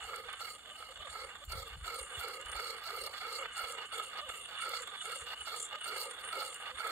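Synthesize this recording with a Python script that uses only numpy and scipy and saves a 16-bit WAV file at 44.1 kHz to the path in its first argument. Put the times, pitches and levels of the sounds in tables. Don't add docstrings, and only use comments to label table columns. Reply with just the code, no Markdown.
import sys
import numpy as np
from scipy import signal
from scipy.fft import rfft, irfft, next_fast_len
from scipy.io import wavfile
from scipy.ndimage import uniform_filter1d

SR = 44100
rng = np.random.default_rng(int(sys.argv[2]) if len(sys.argv) > 2 else 0)


def unload_wav(signal):
    wavfile.write(
        sys.argv[1],
        SR,
        np.round(np.clip(np.atleast_2d(signal).T, -1, 1) * 32767).astype(np.int16),
    )


N = 304712
TIME = np.arange(N) / SR
STEPS = TIME[::64]


def from_db(db):
    return 10 ** (np.asarray(db) / 20)


def rms_one(x):
    return x / np.sqrt(np.mean(x ** 2) + 1e-20)


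def over_time(rows, clock=TIME):
    s, value = np.transpose(rows)
    return np.interp(clock, s, value)


def at_hz(points, hz):
    f, value = np.transpose(points)
    return np.interp(np.log(hz + 1), np.log(f), value)


def drift(rate):
    knots = rng.standard_normal(N // 16)
    return rms_one(np.interp(TIME * rate, np.arange(len(knots)), knots))


def coloured(spectrum):
    size = next_fast_len(N)
    gain = from_db(at_hz(spectrum, np.fft.rfftfreq(size, 1 / SR)))
    noise = rng.standard_normal(size)
    return rms_one(irfft(rfft(noise) * gain, size)[:N])


def ring(force, modes):
    out = 0
    for hz, width, db in modes:
        edges = np.clip([hz - width / 2, hz + width / 2], 20, .45 * SR)
        band = signal.butter(2, edges, "band", fs=SR, output="sos")
        out = out + from_db(db) * signal.sosfilt(band, force + 1e-18)
    return out


def moving_ring(force, hz, width):
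    turn = np.exp(2j * np.pi * np.cumsum(hz) / SR)
    damping = signal.butter(2, width / 2, fs=SR, output="sos")
    return 2 * np.real(turn * signal.sosfilt(damping, force * turn.conj() + 1e-18))


def at_level(x, db, span_s=0.0431):
    power = uniform_filter1d(x * x, int(span_s * SR))
    power = uniform_filter1d(power, int(span_s * SR / 2))
    return from_db(db) * x / np.sqrt(np.abs(power) + 1e-12)


def together(*levels_db):
    return 10 * np.log10(sum(from_db(db) ** 2 for db in levels_db) + 1e-20)


def swell(peak_s, half_s, db):
    return db + 20 * np.log10(np.exp(-((STEPS - peak_s) / half_s) ** 2) + 1e-9)


# (peak time [s], half length [s], level [dB])
GUSTS = [(0.056, 0.0304, -61.5), (0.288, 0.028, -65), (1.005, 0.0218, -55.5), (1.105, 0.04, -60.5),
         (1.263, 0.035, -63.5), (1.39, 0.0216, -62.5), (1.56, 0.0786, -48.5), (1.788, 0.102, -54.5),
         (2.499, 0.075, -63), (3.022, 0.014, -60), (3.641, 0.015, -62.5), (4.303, 0.022, -63),
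         (5.228, 0.0182, -59.5), (5.417, 0.0213, -63.5), (6.76, 0.0156, -57.5)]
# (time [s], level [dB])
BREEZE = [(0, -73), (3, -74.5), (6, -80.5), (6.91, -77)]
# (frequency [Hz], level [dB per Hz])
WIND_COLOUR = [(20, -55.5), (38, 0), (55, 5.5), (80, 1), (120, -12.5), (180, -18.5), (300, -53.5)]
# (frequency [Hz], level [dB per Hz])
AIR_COLOUR = [(20, -35), (60, -1.5), (170, -4), (260, -5), (500, -7.5), (1500, -10.5), (4000, -19.5),
              (8000, -53), (15000, -50)]


def outdoors():
    puffs = [swell(*gust) for gust in GUSTS]
    puffs_db = np.interp(TIME, STEPS, together(*puffs))
    wind_db = together(puffs_db, over_time(BREEZE) + 2.9 * drift(18))
    gusts = at_level(coloured(WIND_COLOUR), wind_db + .5, span_s=0.049)
    eddies = from_db(wind_db - 7.0) * np.array([coloured(WIND_COLOUR), coloured(WIND_COLOUR)])
    separate_air = np.array([coloured(AIR_COLOUR), coloured(AIR_COLOUR)])
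    air = coloured(AIR_COLOUR) + from_db(-0.5) * separate_air
    return gusts + eddies + from_db(-71.5) * air


# (time [s], envelope peak [dB], final pitch [Hz], extra pitch at the start [Hz])
BUMPS = [(1.472, -40.5, 55.8, 31.6), (1.531, -45, 80, 24), (1.549, -47, 130, 60), (1.572, -39, 64, 46),
         (1.717, -47.5, 54.7, 34.6), (1.75, -49.5, 70, 30), (1.765, -48.5, 124, 36),
         (1.81, -42.5, 48.5, 37.6), (2.002, -49, 50.1, 35), (2.171, -44.5, 61.3, 105),
         (2.445, -50.5, 45, 24.6), (2.483, -53, 48, 18), (2.547, -47.5, 52, 29)]
BUMP_RISE_CYCLES, BUMP_SINK_S = 0.838, 0.0088


def bumps():
    out = np.zeros(N)
    for s, db, hz, sharp_hz in BUMPS:
        age = np.maximum(STEPS - s, 0)
        rise = age * hz / BUMP_RISE_CYCLES
        envelope = (rise * np.exp(1 - rise)) ** 2
        cycles = hz * age + sharp_hz * BUMP_SINK_S * (1 - np.exp(-age / BUMP_SINK_S))
        out += np.interp(TIME, STEPS, from_db(db) * envelope * np.sin(2 * np.pi * cycles))
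    return out


# (start [s], length [s], rasp [dB], thrum [dB], bite on the bevel [dB], fizz [dB],
# weight gained from start to end [dB])
PUSHES = [(0.044, 0.1757, -46.5, -52.5, -58.5, -66, 5.5), (0.403, 0.149, -48.5, -57.5, -55, -63, -5),
          (0.767, 0.1245, -51.5, -59, -63, -75, -3.5), (1.106, 0.1325, -47.5, -54, -56, -67.5, 6.5),
          (1.496, 0.131, -45, -50, -55, -59.5, 1), (1.849, 0.1748, -42.5, -49.5, -56.5, -63.5, -4),
          (2.196, 0.1796, -44.5, -50, -55, -67, 3), (2.548, 0.1987, -43.5, -52, -51, -62, 3.5),
          (2.853, 0.233, -45.5, -50, -52, -61.5, -1.5), (3.193, 0.211, -44.5, -52.5, -54, -64.5, 4),
          (3.559, 0.1713, -42, -50.5, -54, -63.5, 1), (3.928, 0.15, -44, -52, -60, -67, 0),
          (4.303, 0.111, -49, -58.5, -68.5, -64.5, -1.5), (4.609, 0.183, -41.5, -51.5, -55, -66, 0),
          (5.036, 0.139, -44.5, -51, -57, -63, 5), (5.464, 0.1593, -45.5, -51, -55.5, -63, -4),
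          (5.849, 0.2187, -43.5, -48, -55.5, -63, 2.5), (6.329, 0.1816, -42, -46.5, -55, -63, -5),
          (6.795, 0.175, -40.5, -49, -53, -61.5, 3.5)]


def pushing(turn_s=0.02, overrun_s=0.0328):
    firm = np.zeros(N)
    for start, length, *_ in PUSHES:
        firm += (TIME >= start) & (TIME < start + length + overrun_s)
    return np.clip(uniform_filter1d(firm, int(turn_s * SR)), 0, 1)


SET_DOWN_S = 0.029


def contact_hz(start_hz, end_hz, return_hz):
    points = []
    for start, length, *_ in PUSHES:
        points += [(start - SET_DOWN_S, return_hz), (start, start_hz), (start + length, end_hz)]
    return over_time(sorted(points))


def stroke(start, length, db, shape, lean_db=0):
    attack_s, start_db, middle, end_db, release_s = shape
    age = STEPS - start
    middle = np.clip(middle, .05, .95)
    held = np.interp(age / length, [0, middle, 1], [start_db - lean_db / 2, 0, end_db + lean_db / 2])
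    before = np.maximum(-age, 0) / attack_s
    after = np.maximum(age - length, 0) / release_s
    return db + held - 20 * (before + after)


UNEVEN_PER_S = 24


def played(levels_db, uneven_db):
    return np.interp(TIME, STEPS, together(*levels_db)) + uneven_db * drift(UNEVEN_PER_S)


# (start [s], length [s], rasp [dB], stone ring [dB], bite on the bevel [dB])
RETURNS = [(0.0, 0.057, -49, -54, -77), (0.272, 0.0753, -50, -52.5, -73), (0.648, 0.079, -54, -53, -77.5),
           (0.89, 0.0364, -48, -55.5, -67.5), (0.958, 0.1015, -52, -52, -74), (1.284, 0.083, -58, -56, -79),
           (1.651, 0.1085, -57, -55.5, -70), (2.103, 0.126, -48.5, -51, -78.5),
           (2.457, 0.148, -48, -52.5, -72), (2.753, 0.074, -52, -66.5, -63),
           (3.046, 0.0347, -46, -52.5, -62.5), (3.138, 0.0542, -46, -53.5, -56),
           (3.383, 0.08, -43, -51.5, -66.5), (3.773, 0.0823, -45, -53, -64),
           (4.133, 0.074, -45, -53, -63.5), (4.278, 0.0275, -45.5, -59.5, -72.5),
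           (4.486, 0.0785, -49, -59.5, -64.5), (4.912, 0.05, -45, -51.5, -66.5),
           (5.26, 0.085, -47, -47.5, -58.5), (5.374, 0.04, -58.5, -53.5, -66.5),
           (5.712, 0.0482, -43.5, -51, -63.5), (5.82, 0.023, -57, -52.5, -72),
           (6.172, 0.117, -49, -53.5, -72), (6.601, 0.1166, -45, -52, -63.5)]
# (attack [s], start [dB], middle [share of stroke], end [dB], release [s])
RETURN_SHAPE = (0.0032, -4, 1, -2.5, 0.0049)


def rubbing(push_levels_db, shape, return_levels_db, rest_db, uneven_db):
    levels = [rest_db]
    for (start, length, *_, lean_db), db in zip(PUSHES, push_levels_db):
        levels.append(stroke(start, length, db, shape, lean_db))
    for (start, length, *_), db in zip(RETURNS, return_levels_db):
        levels.append(stroke(start, length, db, RETURN_SHAPE))
    return played(levels, uneven_db)


SECOND_SPOT_LAG_S, SECOND_SPOT_SHARE, ROCKING_SPREAD, ROCKS_PER_S = .0028, 0.49, .22, 18


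def two_spots(force):
    earlier = TIME - SECOND_SPOT_LAG_S * np.exp(ROCKING_SPREAD * drift(ROCKS_PER_S))
    sample = np.clip(earlier * SR, 0, N - 1).astype(int)
    return force + SECOND_SPOT_SHARE * force[:, sample]


def catches(per_s=70, release_s=0.00434):
    digs = (rng.random(N) < per_s / SR).astype(float)
    hold = signal.lfilter([1], [1, -np.exp(-1 / (release_s * SR))], digs + 1e-18)
    return rms_one(hold - hold.mean())


def grit(slip, grains_per_s, size_db, slip_db, coarse_db=-10, crest=.7):
    fine = np.zeros((2, N))
    born = rng.random((2, N)) < grains_per_s / SR
    count = born.sum()
    sizes = np.minimum(rng.exponential(1, count), 5)
    fine[born] = from_db(size_db * sizes) * rng.choice([-1, 1], count)
    bites = (slip > crest) & (slip > np.roll(slip, 1)) & (slip > np.roll(slip, -1))
    coarse = bites * rng.choice([-1, 1], (2, N))
    force = rms_one(fine) + from_db(coarse_db) * rms_one(coarse)
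    return rms_one(two_spots(force * from_db(slip_db * slip)))


def bursts(times, levels_db, decay_s):
    out = np.zeros((2, N + SR))
    age = np.arange(SR // 25) / SR
    for s, db in zip(times, levels_db):
        start = max(int(s * SR), 0)
        crumbs = rng.choice([-1, 1], (2, len(age)))
        out[:, start:start + len(age)] += from_db(db) * crumbs * np.exp(-age / decay_s)
    return out[:, :N]


# (time [s], force peak [dB], top ring against that peak [dB])
SNAPS = [(0.1596, -30, -17.5), (0.3284, -34, -20), (1.5196, -26.5, -26.5), (1.944, -30.5, -13.5),
         (2.0133, -37, -32), (2.1949, -28.5, -15.5), (2.283, -32, -12), (2.4584, -31.5, -30),
         (2.517, -27.5, -26.5), (2.5645, -33, -14.5), (2.412, -33, -31.5), (3.0059, -34, -25.5),
         (3.065, -30, -12), (3.578, -26.5, -24.5), (3.722, -25, -30.5), (4.29, -33.5, -30.5),
         (4.6917, -29, -9), (4.82, -28, -33), (4.8737, -32, -20), (5.118, -32, -17.5), (5.1516, -29, -33),
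         (5.561, -29, -22.5), (5.8425, -29.5, -29.5), (6.11, -29, -30), (6.1932, -41, -26),
         (6.543, -28.5, -15.5), (6.8732, -30, -15.5)]
# (centre [Hz], width [Hz], level [dB])
SNAP_MODES = [(2905, 94, -3), (4520, 68, -23), (7334, 400, -3), (8960, 400, -.5), (6870, 6400, -17.5)]
# (centre [Hz], width [Hz], level [dB])
TOP_MODES = [(14265, 450, 0), (12700, 4200, -15)]


def snaps():
    s, peak_db, top_db = np.transpose(SNAPS)
    body = ring(bursts(s, peak_db, decay_s=0.00286), SNAP_MODES)
    top = ring(bursts(s, peak_db + top_db, decay_s=0.002), TOP_MODES)
    return from_db(3.5) * body + from_db(13.5) * top


# (start [s], length [s], level [dB])
SQUEALS = [(2.123, 0.0478, -44), (4.569, 0.0286, -56.5), (4.99, 0.0415, -47.5), (5.393, 0.0387, -47),
           (5.797, 0.043, -45.5)]
SQUEAL_START_HZ, SQUEAL_END_HZ, SQUEAL_WIDTH_HZ = 3080, 2832, 51


def squeals():
    sound = np.zeros(N)
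    waver_hz = SQUEAL_WIDTH_HZ / 2 * drift(300)
    for start, length, db in SQUEALS:
        span = slice(int(start * SR), int((start + length) * SR))
        size = span.stop - span.start
        hz = np.linspace(SQUEAL_START_HZ, SQUEAL_END_HZ, size) + waver_hz[span]
        tone = np.sin(2 * np.pi * np.cumsum(hz) / SR)
        sound[span] += from_db(db) * np.sqrt(np.hanning(size)) * tone
    roughness = from_db(3.7 * drift(150))
    return sound * roughness * [[1], [0]]


# (time [s], level [dB])
STONE_LEVEL = [(0.0, -55.5), (0.6, -56.5), (1.2, -60), (1.8, -54), (2.5, -56), (3.2, -58), (3.8, -49.5),
               (4.6, -51.5), (5.4, -51), (6.2, -52.5), (6.91, -53)]
# (time [s], upper ring against lower [dB])
GRIP = [(0.0, -9.5), (.9, -0.5), (1.7, 5), (2.15, -6.5), (2.5, -11), (2.9, -4.5), (3.5, -12), (3.8, 4),
        (3.9, -12.5), (4.1, 3), (4.9, 0), (5.3, 9), (5.42, -0.5), (5.55, 2), (5.65, 5), (5.82, -1),
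        (6.0, 0), (6.8, -1.5)]
# (time [s], pitch [Hz])
STONE_PITCH = [(0, 2865), (.7, 2908), (1.1, 2890), (1.4, 2836), (6.91, 2845)]
# (centre [Hz], width [Hz], level [dB])
STONE_MODES = [(2886, 352, -5)]
# (centre [Hz], width [Hz], level [dB])
UPPER_STONE_MODES = [(3452, 290.5, -1.62)]
# (attack [s], start [dB], middle [share of stroke], end [dB], release [s])
STONE_SHAPE = (0.1437, 3.5, 0.07, -8, 0.83)
STONE_WIDTH_HZ, EASED_RISE_HZ, EASE_S = 98, 127, 0.0657
REST_STONE_DB = -3


def stone(slip, wander_db=6.5):
    free_db = over_time(STONE_LEVEL, STEPS)
    pushes = [stroke(start, length, free_db, STONE_SHAPE) for start, length, *_ in PUSHES]
    returns = [stroke(start, length, db, RETURN_SHAPE) for start, length, _, db, _ in RETURNS]
    slide_db = played(pushes + returns + [free_db + REST_STONE_DB], uneven_db=1.62)
    eased = 0
    for start, *_ in PUSHES:
        eased = eased + np.maximum(1 - np.abs(STEPS - start + EASE_S) / EASE_S, 0)
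    lower_hz = over_time(STONE_PITCH) + EASED_RISE_HZ * np.interp(TIME, STEPS, eased)
    force = grit(slip, grains_per_s=5000, size_db=4.0, slip_db=1.5)
    lower = moving_ring(force, lower_hz, STONE_WIDTH_HZ) + ring(force, STONE_MODES)
    upper_db = over_time(GRIP) + wander_db * drift(16)
    upper = from_db(upper_db) * ring(force, UPPER_STONE_MODES)
    return at_level(lower + upper, slide_db + 1.5)


# (peak time [s], half length [s], lower ring [dB], upper ring [dB])
CROSSINGS = [(0.065, 0.075, -56, -62), (0.405, 0.0306, -55, -59), (0.534, 0.051, -58, -62),
             (0.778, 0.075, -62, -66.5), (1.109, 0.047, -56, -58.5), (1.249, 0.062, -69, -60),
             (1.594, 0.097, -64.5, -59), (1.868, 0.0328, -54, -57), (2.008, 0.0564, -52, -47.5),
             (2.165, 0.097, -60, -54.5), (2.344, 0.0555, -58.5, -54), (2.526, 0.042, -63, -53),
             (2.695, 0.063, -59.5, -58.5), (3.017, .05, -69.5, -53.5), (3.369, 0.0554, -53.5, -54),
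             (3.575, 0.044, -56, -52), (3.71, 0.0574, -53, -52.5), (3.856, 0.065, -73.5, -64),
             (3.96, 0.0434, -57.5, -53), (4.05, 0.0616, -55, -56.5), (4.305, 0.0182, -59, -50.5),
             (4.392, 0.087, -60, -55), (4.623, 0.0455, -54, -51), (4.795, 0.0754, -51, -54.5),
             (5.042, 0.048, -53.5, -52), (5.179, 0.0617, -53.5, -52), (5.444, 0.069, -58, -56),
             (5.618, 0.053, -47.5, -47), (5.853, 0.0497, -60.5, -49.5), (6.037, 0.094, -53.5, -52),
             (6.293, 0.0696, -61.5, -50), (6.487, 0.105, -52.5, -51), (6.841, 0.095, -67, -56.5)]
# (peak time [s], half length [s], bite [dB], fizz [dB])
CRUNCHES = [(1.452, .01, -72.5, -62), (1.522, 0.0106, -47.5, -59), (1.686, 0.0084, -67, -62),
            (2.203, 0.033, -61.5, -56), (2.841, .012, -55.5, -58), (2.974, 0.0075, -61.5, -62),
            (3.065, 0.0061, -44, -56.5), (3.115, 0.0076, -53.5, -60), (3.329, .01, -55, -63),
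            (3.358, .02, -46, -59.5), (3.613, .01, -53.5, -56.5), (3.985, .025, -63.5, -62.5),
            (4.044, 0.0107, -66, -66), (4.189, 0.013, -54, -70), (4.761, 0.038, -49, -62),
            (5.332, 0.0275, -63, -70), (5.89, 0.0147, -49, -53.5), (6.005, 0.0294, -46.5, -53),
            (6.208, .012, -62, -63), (6.408, 0.016, -48.5, -56)]
# (centre [Hz], width [Hz], level [dB])
LOWER_EDGE_MODES = [(7292, 146, 1.5), (7413, 793, -2.5), (7332, 1640, -14.5)]
# (centre [Hz], width [Hz], level [dB])
UPPER_EDGE_MODES = [(9006.6, 136, -0.5), (8900, 473, -6), (9280, 710, -15)]
# (centre [Hz], width [Hz], level [dB])
BEVEL_MODES = [(3995, 136, -4), (4464, 307, 0), (4807, 1130, -11.5)]
# (centre [Hz], width [Hz], level [dB])
FIZZ_MODES = [(11980, 8500, -11), (12800, 1270, -9.5), (14115, 246, 3), (14700, 260, -20.5)]
# (attack [s], start [dB], middle [share of stroke], end [dB], release [s])
BITE_SHAPE = (0.01, -1, 0.8145, -9, 0.0981)
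REST_BITE_DB, REST_FIZZ_DB, REST_EDGE_DB = -75, -78, -67
EDGE_FOLLOWS_DB, RETURN_FIZZ_DB = -8, -7.5


def cutting_edge(slip, wander_db=1.67):
    *_, push_bite_db, push_fizz_db, _ = np.transpose(PUSHES)
    *_, return_bite_db = np.transpose(RETURNS)
    return_fizz_db = return_bite_db + RETURN_FIZZ_DB
    bite_db = rubbing(push_bite_db, BITE_SHAPE, return_bite_db, REST_BITE_DB, uneven_db=1.59)
    fizz_db = rubbing(push_fizz_db, BITE_SHAPE, return_fizz_db, REST_FIZZ_DB, uneven_db=1.46)
    force = grit(slip, grains_per_s=5000, size_db=3.5, slip_db=1.5)
    edge = 0
    for column, modes in enumerate((LOWER_EDGE_MODES, UPPER_EDGE_MODES)):
        crossings = [swell(s, half_s, rings_db[column]) for s, half_s, *rings_db in CROSSINGS]
        sing_db = played(crossings + [REST_EDGE_DB], uneven_db=2.5354)
        rings = sum(ring(force, [mode]) * from_db(wander_db * drift(14)) for mode in modes)
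        edge = edge + at_level(rings, together(sing_db, bite_db + EDGE_FOLLOWS_DB))
    crunch_bites = [swell(s, half_s, db) for s, half_s, db, _ in CRUNCHES]
    crunch_fizzes = [swell(s, half_s, db) for s, half_s, _, db in CRUNCHES]
    bite_db = together(bite_db, played(crunch_bites, uneven_db=0.0))
    fizz_db = together(fizz_db, played(crunch_fizzes, uneven_db=2.0))
    bite = at_level(ring(force, BEVEL_MODES), bite_db + 4.0)
    fizz = ring(grit(slip, grains_per_s=7000, size_db=4.0, slip_db=1.5), FIZZ_MODES)
    return bite + edge + at_level(fizz, fizz_db + 0.26)


# (start [s], end [s], first slip rate [Hz], middle slip rate [Hz], last slip rate [Hz], level [dB])
CREAKS = [(0.247, 0.28, 489, 471.4, 470, -51), (0.659, 0.694, 635, 616.6, 590, -55.5),
          (0.702, 0.735, 578, 594.6, 650, -54), (.74, 0.799, 855, 750, 597, -60),
          (0.889, 0.927, 579, 493.6, 560, -52.5), (0.996, 1.02, 555, 618, 610, -50.5),
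          (1.029, 1.094, 776, 545, 479, -52.5), (1.411, 1.442, 564, 575.2, 630, -51.5),
          (4.04, 4.099, 557.7, 527.8, 470, -59.5), (4.208, 4.263, 535.3, 610.2, 631, -49),
          (4.256, 4.297, 592, 496.8, 458, -51), (4.8, 4.825, 529, 497.4, 478, -47),
          (5.165, 5.201, 498, 486, 478, -58), (5.236, 5.259, 461, 484, 523, -54.5),
          (5.755, 5.788, 619, 607, 594, -50.5), (6.698, 6.766, 489, 509.7, 532, -53.5)]
# (centre [Hz], width [Hz], level [dB])
CREAK_MODES = [(550, 218, 2.5), (1195, 102, 6), (1505, 1510, -6.5)]


def creaks(jitter=0.0193):
    sound, stuck = np.zeros(N), np.zeros(N)
    for start, end, *rates_hz, db in CREAKS:
        span = slice(int(start * SR), int(max(end, start + .01) * SR))
        size = span.stop - span.start
        progress = np.linspace(0, 1, size)
        waver = np.interp(progress, np.linspace(0, 1, 10), rng.standard_normal(10))
        rate_hz = np.interp(progress, [0, .5, 1], rates_hz)
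        cycles = np.cumsum(rate_hz * (1 + jitter * waver)) / SR
        slips = np.diff(np.floor(cycles), prepend=0)
        grip = np.sqrt(np.hanning(size))
        sound[span] += from_db(db) * grip * rms_one(ring(slips, CREAK_MODES))
        stuck[span] = grip
    return sound * [[1], [0]], stuck


SKIPS_PER_S, SKIP_SPREAD, SKIP_DB = 215, .22, -1


def skips():
    cycles = np.cumsum(SKIPS_PER_S * np.exp(SKIP_SPREAD * drift(22))) / SR
    strength = from_db(4.53 * drift(30) + 1.8 * drift(300))
    taps = np.diff(np.floor(cycles), prepend=0) * strength
    return rms_one(taps * [np.ones(N), rng.choice([-1, 1], N)])


# (centre [Hz], width [Hz], level [dB])
THRUM_MODES = [(764.8, 283.4, -0.5)]
# (attack [s], start [dB], middle [share of stroke], end [dB], release [s])
THRUM_SHAPE = (0.1229, -9.5, -0.05, -8, 0.11)
# (attack [s], start [dB], middle [share of stroke], end [dB], release [s])
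DEEP_SHAPE = (0.56, -19, 0.3, -3.5, 0.12)
DEEP_START_HZ, DEEP_END_HZ, DEEP_RETURN_HZ, DEEP_WIDTH_HZ = 472, 513.9, 491.5, 108.4
RETURN_THRUM_DB, RETURN_DEEP_DB = -5.5, -10.5
REST_THRUM_DB, REST_DEEP_DB = -63, -78.5
RADIATION_HZ = 316.7


def thrum(slip):
    _, _, _, push_db, *_ = np.transpose(PUSHES)
    _, _, return_db, *_ = np.transpose(RETURNS)
    thrum_db = rubbing(push_db, THRUM_SHAPE, return_db + RETURN_THRUM_DB, REST_THRUM_DB, uneven_db=1.53)
    deep_db = rubbing(push_db, DEEP_SHAPE, return_db + RETURN_DEEP_DB, REST_DEEP_DB, uneven_db=2.66)
    drag = grit(slip, grains_per_s=6000, size_db=1.97, slip_db=0.98, coarse_db=-9)
    radiation = signal.butter(4, RADIATION_HZ, "high", fs=SR, output="sos")
    drag = signal.sosfilt(radiation, drag)
    deep_hz = contact_hz(DEEP_START_HZ, DEEP_END_HZ, DEEP_RETURN_HZ)
    deep = moving_ring(drag, deep_hz, DEEP_WIDTH_HZ)
    return at_level(ring(drag, THRUM_MODES), thrum_db - 4.5) + at_level(deep, deep_db - 1)


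# (time [s], force peak [dB])
JUDDERS = [(0.132, -26), (0.285, -27.5), (0.4045, -27), (0.478, -28), (0.7, -46), (0.822, -31.5),
           (1.0702, -30.5), (1.152, -30.5), (1.29, -35), (1.352, -37), (1.5, -36.5), (1.8426, -31.5),
           (1.944, -30), (2.194, -36), (2.23, -30.5), (2.4678, -33.5), (2.5486, -26), (2.59, -24.5),
           (2.738, -30.5), (2.8833, -26.5), (2.9387, -28), (2.9704, -27.5), (3.068, -33), (3.1073, -33.5),
           (3.1393, -31.5), (3.2146, -29), (3.3855, -30), (3.447, -35.5), (3.566, -32), (3.6077, -30),
           (3.6385, -23.5), (3.829, -33), (3.9247, -31), (3.97, -32), (3.995, -25), (4.155, -33),
           (4.187, -28), (4.29, -31.5), (4.555, -37), (4.6184, -35), (4.6585, -28), (4.7328, -24),
           (4.8726, -29.5), (5.079, -37.5), (5.3204, -30.5), (5.4714, -31), (5.538, -27), (5.8562, -25.5),
           (5.958, -27.5), (6.3264, -24.5), (6.4161, -23.5), (6.6557, -29.5), (6.793, -33), (6.859, -22),
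           (6.894, -27)]
# (centre [Hz], width [Hz], level [dB])
PUSH_MODES = [(1697, 138, -13.5), (2173.3, 186.4, -8), (2070.4, 440, -18.5), (3403, 142, -12)]
# (centre [Hz], width [Hz], level [dB])
RETURN_MODES = [(1516.5, 351, -8), (2137, 67, -11), (1877, 950, -8.5), (3480.2, 143, -5), (4324, 73, -15)]
# (attack [s], start [dB], middle [share of stroke], end [dB], release [s])
RASP_SHAPE = (0.1577, -2.5, 0.2841, -6, 0.324)
REST_RASP_DB = -68
PUSH_START_HZ, PUSH_END_HZ, RETURN_HZ, PRESS_HZ_PER_DB = 1325, 1261, 1250, 4.5
MAIN_WIDTH_HZ, LIGHT_WIDTH_HZ = 144.8, 118.3
GLIDE_SHARE = 0.443


def axe_head(slip, stuck_db=-7, damping_db=-48, damping_range_db=1.0):
    _, _, push_rasp_db, *_ = np.transpose(PUSHES)
    _, _, return_rasp_db, *_ = np.transpose(RETURNS)
    rasp_db = rubbing(push_rasp_db, RASP_SHAPE, return_rasp_db, REST_RASP_DB, uneven_db=0.9673)
    firm = pushing()
    main_hz = contact_hz(PUSH_START_HZ, PUSH_END_HZ, RETURN_HZ)
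    main_hz = main_hz + PRESS_HZ_PER_DB * (rasp_db - damping_db)
    creak, stuck = creaks()
    heavy = .5 + .5 * np.tanh((rasp_db - damping_db) / damping_range_db)
    push = firm * grit(slip, grains_per_s=3500, size_db=3.0, slip_db=0.69, coarse_db=-9)
    loose = grit(slip, grains_per_s=3000, size_db=3.5, slip_db=2.0, coarse_db=-4)
    back = (1 - firm) * rms_one(loose + from_db(SKIP_DB) * skips())
    force = push + back
    main = moving_ring(heavy * force, main_hz, MAIN_WIDTH_HZ)
    main += from_db(0.5) * moving_ring((1 - heavy) * force, main_hz, LIGHT_WIDTH_HZ)
    glide = (main_hz / PUSH_START_HZ) ** GLIDE_SHARE
    higher = sum(from_db(db) * moving_ring(push, hz * glide, width) for hz, width, db in PUSH_MODES)
    rasp = main + higher + ring(back, RETURN_MODES)
    s, peak_db = np.transpose(JUDDERS)
    knocks = bursts(s, peak_db, decay_s=0.0103)
    judder = moving_ring(knocks, main_hz, MAIN_WIDTH_HZ)
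    judder += ring(firm * knocks, PUSH_MODES)
    judder += from_db(-1) * ring((1 - firm) * knocks, RETURN_MODES)
    judder += from_db(-11.5) * ring(knocks, THRUM_MODES)
    sliding = at_level(rasp, rasp_db + 0.526) + thrum(slip)
    return sliding * from_db(stuck_db * stuck) + creak + from_db(8.0) * judder


# (start [s], end [s], change of level [dB])
LIFTS = [(0.213, 0.238, -6), (0.376, 0.395, -4.5), (0.568, 0.618, -1.5), (0.933, .96, 0.5),
         (1.444, 1.495, -13), (1.761, 1.843, -11), (2.784, 2.801, -3.5), (3.163, 3.205, -4),
         (3.526, 3.545, -5.5), (3.863, 3.919, -5.5), (4.899, 4.913, -3), (5.345, 5.387, 0.5),
         (5.434, 5.468, -5.5), (5.793, 5.811, -4.5), (6.299, 6.33, -2.5), (6.721, 6.775, -3)]


def touching(ease_s=0.0064):
    lift_db = np.zeros(N)
    for start, end, db in LIFTS:
        lift_db += db * ((TIME >= start) & (TIME < end))
    return from_db(uniform_filter1d(lift_db, int(ease_s * SR)))


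# (frequency [Hz], left minus right [dB])
TILT = [(60, 2.5), (92, 6), (140, 13), (210, -14), (330, 0), (500, -2.0), (770, -5.5), (1170, -3),
        (1790, -8), (2740, -1), (4190, -7), (6410, -1.5), (9810, 0.5), (15000, -0.5)]
# (frequency [Hz], lead of the left [radians])
LEAD = [(100, 0), (750, -.6), (1200, 0), (1700, -.2), (2150, -2), (2550, -2.7), (2880, -1), (3350, -2.4),
        (5400, -3), (6500, -.3), (8000, 0)]
# (frequency [Hz], level [dB])
UNLIKE = [(100, -16), (500, -14), (1300, -13), (2200, -9.5), (3000, -6), (4400, -2.5), (7200, -13.5),
          (8500, -24), (15000, -15.5)]


def microphones(x):
    size = next_fast_len(N + SR // 10)
    hz = np.fft.rfftfreq(size, 1 / SR)
    side = np.array([[1], [-1]])
    shared, unlike = rfft(x, size)
    share = from_db(at_hz(UNLIKE, hz))
    mixed = (shared + side * share * unlike) / np.sqrt(1 + share ** 2)
    channels = from_db(side * at_hz(TILT, hz) / 2) * np.exp(1j * side * at_hz(LEAD, hz) / 2)
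    return irfft(channels * mixed, size)[:, :N]


def scene():
    slip = rms_one(drift(70) + .4 * drift(260) + .4 * catches())
    scrape = touching() * (axe_head(slip) + stone(slip)) + cutting_edge(slip)
    return microphones(scrape + squeals() + snaps()) + outdoors() + bumps()


CUTOFF_HZ = 15600


def record(dry):
    low_pass = signal.ellip(10, .1, 80, CUTOFF_HZ, fs=SR, output="sos")
    return signal.sosfilt(low_pass, dry)


dry = scene()
out = record(dry)
unload_wav(out)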